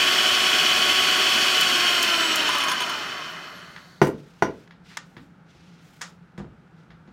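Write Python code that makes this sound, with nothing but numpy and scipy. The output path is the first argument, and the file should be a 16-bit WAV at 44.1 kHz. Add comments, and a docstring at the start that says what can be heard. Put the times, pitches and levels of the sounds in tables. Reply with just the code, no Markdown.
"""Hand mixer in a glass bowl.

An electric hand mixer whisks egg white in a small kitchen: the motor whines, gears rattle, blades churn.
Its switch clicks down step by step, the beater wires graze the glass and the motor coasts to a stop.
The bowl lands on the wooden table in two knocks; the glass rings and the table top booms.
The mixer is carried off and put aside, with plastic taps, cloth rustle and dull thuds."""
import sys
import numpy as np
from scipy import signal
from scipy.fft import rfft, irfft
from scipy.io import wavfile
from scipy.ndimage import map_coordinates

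SR = 44100
rng = np.random.default_rng(int(sys.argv[2]) if len(sys.argv) > 2 else 0)


def master_out(mix):
    """Clip the mix to full scale and print it as 16-bit PCM to the path in sys.argv[1]."""
    frames = np.transpose(np.atleast_2d(mix))
    ceiling = np.clip(frames, -1, 1)
    pcm = np.round(ceiling * 32767).astype(np.int16)
    wavfile.write(sys.argv[1], SR, pcm)


N = 313992
TIME = np.arange(N) / SR
GRID_HZ = np.maximum(np.arange(8193) * SR / 16384, 1)
FULL_TURNS_PER_S, MAINS_HZ = 370.2, 50

# Resonances that swell a tone sweeping across them. Each row: centre in Hz, width in Hz, gain in dB.
SINGING = [(327, 26, 6), (1100, 180, 7.5), (1340, 83, 5.5), (7830, 560, 15.5), (11560, 930, 8)]
# Peaks and hollows of the housing. Each row: centre in Hz, width in Hz, gain in dB.
HOUSING = [(514, 84, -7), (602, 120, 3.5), (860, 130, -4), (2080, 100, 5.5), (2517, 210, 6.5),
           (2760, 140, -1.5), (3030, 260, 9), (3845, 150, -6), (4530, 340, 3), (4900, 190, -15.5),
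           (5370, 300, 5), (8700, 300, -1.5), (9300, 500, 4.5), (10200, 430, -4.5)]
# Switch detents, the last is "off". Each row: time in seconds, level in dB, slowing in turns/s per second.
DETENTS = [(1.6099, -15.5, 54), (2.028, -14, 90), (2.3583, -15.5, 131), (2.5835, -24, 179)]
OFF_S = DETENTS[-1][0]
# Spectra of a hard snap and of a knock on plastic. Each row: frequency in Hz, level in dB.
SNAP = [(1500, -26), (4000, -6.5), (8000, -2), (11000, -6), (16000, -6.5)]
PLASTIC = [(300, -16), (850, 1), (1100, 3.5), (1350, 10), (1600, 5.5), (1860, 8), (2500, 0), (3400, 0.5),
           (5000, -6), (7000, -8), (10000, -46.5), (15000, -40.5)]


def from_db(db):
    """Decibels to gain."""
    return 10 ** (np.asarray(db) / 20)


def unit_rms(x):
    """Scale to unit power."""
    return x / np.sqrt(np.mean(x ** 2) + 1e-20)


def at_hz(points, hz):
    """Interpolate a table over log frequency."""
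    knots_hz, values = np.transpose(points)
    return np.interp(np.log(hz), np.log(knots_hz), values)


def humps(rows, x):
    """Sum of bell curves, widths taken at half height."""
    return sum(height * 0.5 ** ((2 * (x - centre) / width) ** 2) for centre, width, height in rows)


def response(spectrum, resonances=()):
    """Minimum-phase impulse response of a spectrum, falling away beyond its ends."""
    octaves_below = np.maximum(np.log2(spectrum[0][0] / GRID_HZ), 0)
    octaves_above = np.maximum(np.log2(GRID_HZ / spectrum[-1][0]), 0)
    rolloff_db = 18 * np.minimum(octaves_below + octaves_above, 3)
    db = at_hz(spectrum, GRID_HZ) + humps(resonances, GRID_HZ) - rolloff_db
    cepstrum = irfft(np.log(from_db(db)))
    bins = len(GRID_HZ)
    causal = 2 * cepstrum[:bins] * (np.arange(bins) > 0)
    return irfft(np.exp(rfft(causal, len(cepstrum))))[:bins]


def through(x, impulse):
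    """Convolve and trim to the scene."""
    return signal.fftconvolve(x, impulse)[:N]


def hiss(spectrum, resonances=(), gate=1):
    """Unit-power noise, modulated by the gate and then coloured."""
    return unit_rms(through(gate * rng.standard_normal(N), response(spectrum, resonances)))


def drift(rate_hz):
    """Smooth random curve of unit power, up to about this rate."""
    knots = rng.standard_normal(N // 20)
    return unit_rms(map_coordinates(knots, [TIME * rate_hz * 2], order=3, mode="wrap"))


def clicks(rows, db_column=1):
    """One impulse per row, timed by its first column."""
    out = np.zeros(N)
    for row in rows:
        out[int(row[0] * SR)] += from_db(row[db_column])
    return out


def blow(train, spectrum, resonances=()):
    """Each impulse becomes a short coloured blow of the same height."""
    impulse = response(spectrum, resonances)
    return through(train, impulse / np.abs(impulse).max())


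def chatter(train, decay_s, share):
    """A hard contact spreads its energy over a dying spray of tiny rebounds."""
    spray = rng.standard_normal(SR // 10) * np.exp(-TIME[:SR // 10] / decay_s)
    rebounds = through(train, spray / np.linalg.norm(spray))
    return (train + share * rebounds) / np.hypot(1, share)


def ringing(modes):
    """Half a second of decaying sines with alternating signs."""
    t = TIME[:SR // 2]
    return sum((-1) ** k * from_db(db - 60 * t / t60_s) * np.sin(2 * np.pi * hz * t)
               for k, (hz, db, t60_s) in enumerate(modes))


def kitchen(x, build_s=0.0044):
    """Diffuse reflections that build up quickly and die sooner in the treble."""
    # Each row: frequency in Hz, T60 in seconds.
    decay = [(100, 0.38), (400, 0.37), (1200, 0.2), (4000, 0.23), (8000, 0.19), (15000, 0.094)]
    t, edges_hz = TIME[:SR], np.geomspace(20, SR / 2, 11)
    white, hz = rfft(rng.standard_normal(SR)), np.arange(SR // 2 + 1)
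    tail = 0
    for low, high in zip(edges_hz, edges_hz[1:]):
        band = irfft(white * (hz >= low) * (hz < high))
        tail += band * from_db(-60 * t / at_hz(decay, np.sqrt(low * high)))
    tail *= 1 - np.exp(-(t / build_s) ** 2)
    return through(x, tail / np.linalg.norm(tail))


def room_tone():
    """Faint kitchen noise with a hum."""
    # Each row: frequency in Hz, relative density in dB.
    spectrum = [(15, -33.5), (25, -10.5), (59, -9.5), (180, -0.5), (309, -9.5), (503, -13), (591, -17.5),
                (887, -13), (988, -19), (1520, -16), (2000, -22.5), (4250, -34), (4740, -36), (5140, -36.5),
                (16000, -57)]
    # Each row: centre in Hz, width in Hz, gain in dB.
    hum = [(167, 39, 10), (1370, 250, 4)]
    return from_db(-51.5) * hiss(spectrum, hum)


def cloth(attack_s=0.053, release_s=0.049):
    """Clothes rub: each stroke swells, holds and dies away, roughened by the folds."""
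    # Each row: start in seconds, length in seconds, rustle in dB, fine swish in dB.
    strokes = [(4.096, 0.53, -62.5, -74), (4.83, 0.11, -54, -74), (5.016, 0.23, -70, -75),
               (5.456, 0.34, -62, -88), (5.8, 0.29, -63.5, -69), (6.74, 0.073, -67.5, -89)]
    # Each row: frequency in Hz, relative density in dB.
    rustle_spectrum = [(2000, 5), (3500, 3), (6000, -2), (8000, -12.5), (10000, -17)]
    swish_spectrum = [(7000, 10), (10000, 4), (16000, 2)]
    rustle = swish = 0
    for start_s, length_s, rustle_db, swish_db in strokes:
        rise = np.clip((TIME - start_s) / attack_s, 0, 1)
        fall = np.exp(-np.maximum(TIME - start_s - length_s, 0) / release_s)
        rustle += from_db(rustle_db) * rise * fall
        swish += from_db(swish_db) * rise * fall
    folds = from_db(1.5 * drift(44))
    return rustle * hiss(rustle_spectrum, gate=folds) + swish * hiss(swish_spectrum, gate=folds)


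def thuds():
    """Steps and things put down, each with one low resonance."""
    # Each row: time in seconds, relative level in dB, boom in Hz.
    impacts = [(5.17, -38, 276), (5.55, -47, 95), (6.382, -29.5, 180), (6.402, -29, 174),
               (6.445, -36.5, 129), (6.521, -52, 140), (6.781, -49.5, 159), (6.88, -50, 65),
               (6.934, -49, 120), (7.08, -40.5, 247)]
    # Each row: frequency in Hz, level in dB.
    spectrum = [(25, 0), (60, 10.5), (110, 7), (190, 7), (300, 8.5), (600, 1), (1400, -6.5), (3000, -25),
                (8000, -70)]
    direct = sum(blow(clicks([(s, db)]), spectrum, [(hz, 90, 13)]) for s, db, hz in impacts)
    return from_db(3) * direct + from_db(1.5) * kitchen(direct)


def taps():
    """The plastic body and cord tap against things, wetter when far away."""
    # Each row: time in seconds, relative level in dB, room offset in dB, bright edge offset in dB.
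    contacts = [(3.763, -30.5, 1, -15), (4.676, -45, -16, -22), (4.709, -40, 1.5, -15),
                (4.903, -46, 12.5, -7), (4.9707, -24.5, -10, 3.5), (4.974, -23, -4.5, -18),
                (5.167, -37, 3, -14), (6.0112, -35, 15, 0.5), (6.0153, -28.5, -14, 4.5),
                (6.378, -39, 5.5, -4.5), (6.905, -44, 4, -15), (7.076, -53, 5, -27)]
    # Each row: frequency in Hz, level in dB.
    edge_spectrum = [(3000, -21), (5500, -0.5), (7000, -0.5), (8200, -11), (10000, -18.5), (15500, -32)]

    def strike(rows):
        return blow(clicks(rows), PLASTIC) + blow(clicks(rows, db_column=2), edge_spectrum)

    near = strike([(s, db, db + edge) for s, db, _, edge in contacts])
    far = strike([(s, db + room, db + room + edge) for s, db, room, edge in contacts])
    return from_db(7.5) * chatter(near, decay_s=0.0036, share=8.8) + from_db(3) * kitchen(far)


def bowl():
    """The glass base knocks on the wood, rings and grinds as it rocks; the table top booms."""
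    # Each row: time in seconds, then relative levels in dB of crack, glass ring, table boom, grit.
    knocks = [(4.0160, -2.5, -14, -10.5, -27), (4.0240, -26, -42, -17.5, -18), (4.047, -32, -39, -39, -22),
              (4.070, -19, -36, -27, -21), (4.4225, -8, -11.5, -23, -24.5)]
    # Each row: frequency in Hz, level in dB, T60 in seconds.
    glass_modes = [(668, -6.5, 0.1), (840, 1.5, 0.036), (1004, -4.5, 0.061), (1465, -1.5, 0.042),
                   (1660, -13, 0.063), (1973, -4.5, 0.024), (2480, -18, 0.027), (2870, -33, 0.15),
                   (3540, -32, 0.19), (4460, -31, 0.14), (4700, -46, 0.11), (5690, -23, 0.11),
                   (5600, -30, 0.038), (6300, -32, 0.12), (6760, -32, .06)]
    table_modes = [(65, -17, 0.24), (144.6, -6, 0.27), (205.5, 3.5, 0.077), (327, -0.5, 0.086),
                   (394.4, -4.5, 0.16), (512, -9, 0.1)]
    # Each row: frequency in Hz, level in dB.
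    crack_spectrum = [(45, -7), (150, -4.5), (400, 3.5), (800, -3), (1400, -4.5), (2300, -12),
                      (3000, -17.5), (4200, -25.5), (6000, -20.5), (7500, -42), (9500, -38), (15000, -68)]
    crack = blow(chatter(clicks(knocks), decay_s=0.004, share=1.6), crack_spectrum)
    glass = through(clicks(knocks, db_column=2), ringing(glass_modes))
    boom = through(clicks(knocks, db_column=3), ringing(table_modes))
    grit = blow(chatter(clicks(knocks, db_column=4), decay_s=0.02, share=8.7), SNAP)
    room = from_db(0.5) * kitchen(crack) + from_db(-11) * kitchen(boom + glass)
    return from_db(4.5) * crack + glass + boom + grit + room


def grazes():
    """Beater wire on glass: a clack and a ping, its modes weighted anew at each touch."""
    # Each row: time in seconds, relative level in dB.
    touches = [(2.49, -18), (2.5309, -24), (2.5504, -19), (2.6049, -19), (2.6365, -18), (2.684, -18.5),
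               (2.6953, -17), (2.716, -15.5), (2.8052, -19.5), (2.8194, -18.5), (2.8633, -30),
               (2.8958, -21)]
    # Each row: frequency in Hz, level in dB, T60 in seconds.
    wire_modes = [(1013, 2, 0.1), (1580, -5.5, 0.12), (2440, -9, .06), (3300, -14, .06), (3410, 0.5, 0.05),
                  (5300, -17, 0.049), (6430, -6.5, .07), (8600, -14.5, 0.056), (9120, -15, 0.1),
                  (9570, -19, .05), (10620, -17, 0.095), (11730, -22, .05), (13720, -15, .05)]
    scatter_db = rng.normal(0, 3, (len(touches), len(wire_modes)))
    contact = chatter(clicks(touches), decay_s=0.0046, share=3.6)
    out = from_db(5.5) * blow(contact, PLASTIC) + from_db(-8) * blow(contact, SNAP)
    for (s, touch_db), extras_db in zip(touches, scatter_db):
        ping = ringing([(hz, db + extra, t60_s) for (hz, db, t60_s), extra in zip(wire_modes, extras_db)])
        start = int(s * SR)
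        out[start:start + len(ping)] += from_db(touch_db - 7.5) * ping
    return out


def switch():
    """The slider snaps from one detent to the next."""
    snap = blow(chatter(clicks(DETENTS), decay_s=0.0044, share=3), SNAP)
    return from_db(10) * snap + from_db(-2.5) * kitchen(snap)


def motor_speed(drag_per_s=0.09):
    """Turns per second: sags faster after each detent, then coasts against friction and air drag."""
    # The motor races a little as the load eases. Each row: centre and width in seconds, extra turns/s.
    easing = [(1.38, 0.44, 2.7)]
    slowing = np.zeros(N)
    for s, _, rate in DETENTS:
        slowing[int(s * SR):] = rate
    slowing *= np.exp(-drag_per_s * np.maximum(TIME - OFF_S, 0))
    speed = FULL_TURNS_PER_S + humps(easing, TIME) - np.cumsum(slowing) / SR
    return np.maximum(speed, 1) * (1 + 0.00057 * drift(15))


def speed_gain(speed, full_db, half_loss_db, bend):
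    """Drive noise falls with speed; a bend of 1 loses the same dB at every halving."""
    halvings = np.maximum(np.log2(FULL_TURNS_PER_S / speed), 0)
    return from_db(full_db - half_loss_db * halvings ** bend)


def bearings(speed):
    """A thin sliding hiss that lasts to the final turns."""
    # Each row: frequency in Hz, relative density in dB.
    spectrum = [(3600, -10.5), (4400, -1.5), (5000, -15.5), (6300, -13.5), (8000, -23), (15000, -27.5)]
    return speed_gain(speed, full_db=-47.5, half_loss_db=4.4, bend=0.93) * hiss(spectrum)


def brushes(speed, spark_depth=0.098):
    """The brushes hiss; under power their sparks pulse at twice the mains frequency."""
    # Each row: frequency in Hz, relative density in dB.
    spectrum = [(3820, -33), (6500, -4), (7790, -6.5), (8460, -10), (9550, -13), (10100, -11), (11000, -13),
                (15100, -15), (16000, -23)]
    sparks = 1 + spark_depth * np.cos(2 * np.pi * 2 * MAINS_HZ * TIME) * (TIME < OFF_S)
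    return speed_gain(speed, full_db=-35, half_loss_db=21, bend=1) * hiss(spectrum, HOUSING, sparks)


def beaters(speed, blades, lift_s=2.3, rise_s=0.25):
    """Lifted out of the foam, the beaters hum and drive the singing resonances."""
    # Each row: frequency in Hz, relative density in dB.
    spectrum = [(850, -32.5), (1080, -6), (1170, -5), (1290, -3), (1500, -24.5)]
    lifted = np.clip((TIME - lift_s) / rise_s, 0, 1)
    singing = from_db(0.79 * humps(SINGING, 4 * speed))
    gain = speed_gain(speed, full_db=-39, half_loss_db=3.9, bend=2.4)
    return lifted * singing * gain * hiss(spectrum, gate=blades)


def churn(speed, pulses):
    """The blades churn the foam: pulsing noise, coloured by the housing."""
    # Each row: frequency in Hz, relative density in dB.
    spectrum = [(24, -59.5), (40, -25.5), (184, -14), (232, -6.5), (292, -8), (369, -4.5), (497, -8),
                (727, -5.5), (790, -6), (887, -7.5), (1080, -2), (1180, -4), (1430, 1.5), (1870, -2.5),
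                (2100, -7), (2730, -38), (4620, -120)]
    return speed_gain(speed, full_db=-26.5, half_loss_db=9.6, bend=1.18) * hiss(spectrum, HOUSING, pulses)


def gears(speed, teeth, shaft_rad):
    """Gears rattle in the housing; play in the beater shafts throbs once a turn."""
    # Each row: frequency in Hz, relative density in dB.
    spectrum = [(1200, -28.5), (1900, -16.5), (2300, -8), (3000, -4.5), (3700, -9.5), (4500, -10),
                (6000, -15), (7500, -26), (10000, -37)]
    throb = 1 + 0.13 * np.cos(shaft_rad + drift(3))
    flutter = from_db(-0.05 * drift(25))
    gain = speed_gain(speed, full_db=-20.5, half_loss_db=16, bend=1.09)
    return gain * hiss(spectrum, HOUSING, teeth * throb * flutter)


def whine(speed, motor_rad, glide_flicker_db=3.5, top_hz=15900):
    """Armature partials with side tones from mains torque ripple; they flicker in the room as they glide."""
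    # Each row: multiple of the turning rate, base level in dB, loss at half speed in dB.
    partials = [(0.998, -42, 38), (2.003, -40, 90.5), (3.007, -42, 23.5), (4.004, -39, 12.5),
                (5, -51, 26.5), (6, -41, 10.5), (9.01, -31, 75.5), (12.22, -40.5, 35), (13, -43, 37),
                (24, -55.5, 22.5), (35.6, -66.5, 20), (72, -67, 6), (96.3, -66, 3.5)]
    halvings = np.log2(speed.max() / speed)
    gliding = np.minimum(np.sqrt(halvings), 1)
    ripple_rad = 0.1 * np.sin(2 * np.pi * 2 * MAINS_HZ * TIME) * (TIME < OFF_S)
    out = 0
    for multiple, db, loss_db in partials:
        hz = multiple * speed
        flicker_db = 0.1 * drift(3.93) + glide_flicker_db * gliding * drift(14)
        rms = from_db(db - loss_db * halvings ** 2 + humps(SINGING, hz) + flicker_db) * (hz < top_hz)
        out += np.sqrt(2) * rms * np.sin(multiple * motor_rad + ripple_rad)
    return out


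def mixer(gear_ratio=24):
    """The motor drives four-bladed beaters through gears; all of it fades with the last turns."""
    speed = motor_speed()
    motor_rad = 2 * np.pi * np.cumsum(speed) / SR
    shaft_rad = motor_rad / gear_ratio
    teeth = (1 + 0.16 * np.cos(motor_rad)) * from_db(0.1 * drift(150))
    blades = 1 + 0.1 * np.cos(4 * shaft_rad)
    fade = np.clip(speed / 55, 0, 1) ** 2
    return fade * (gears(speed, teeth, shaft_rad) + churn(speed, teeth * blades) + brushes(speed)
                   + beaters(speed, blades) + bearings(speed) + whine(speed, motor_rad))


def scene():
    """All sources at one microphone, alike in both channels."""
    mono = room_tone() + mixer() + switch() + grazes() + bowl() + taps() + cloth() + thuds()
    return np.tile(mono, (2, 1))


def record(dry, low_hz=43.3, top_hz=15900):
    """A small microphone: deep bass lost, peaks rounded, top cut."""
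    thin = signal.sosfilt(signal.butter(3, low_hz, "high", fs=SR, output="sos"), dry)
    rounded = 1.2 * np.tanh(thin / 1.2)
    return signal.sosfilt(signal.ellip(12, 0.1, 80, top_hz, fs=SR, output="sos"), rounded)


dry = scene()
out = record(dry)
master_out(out)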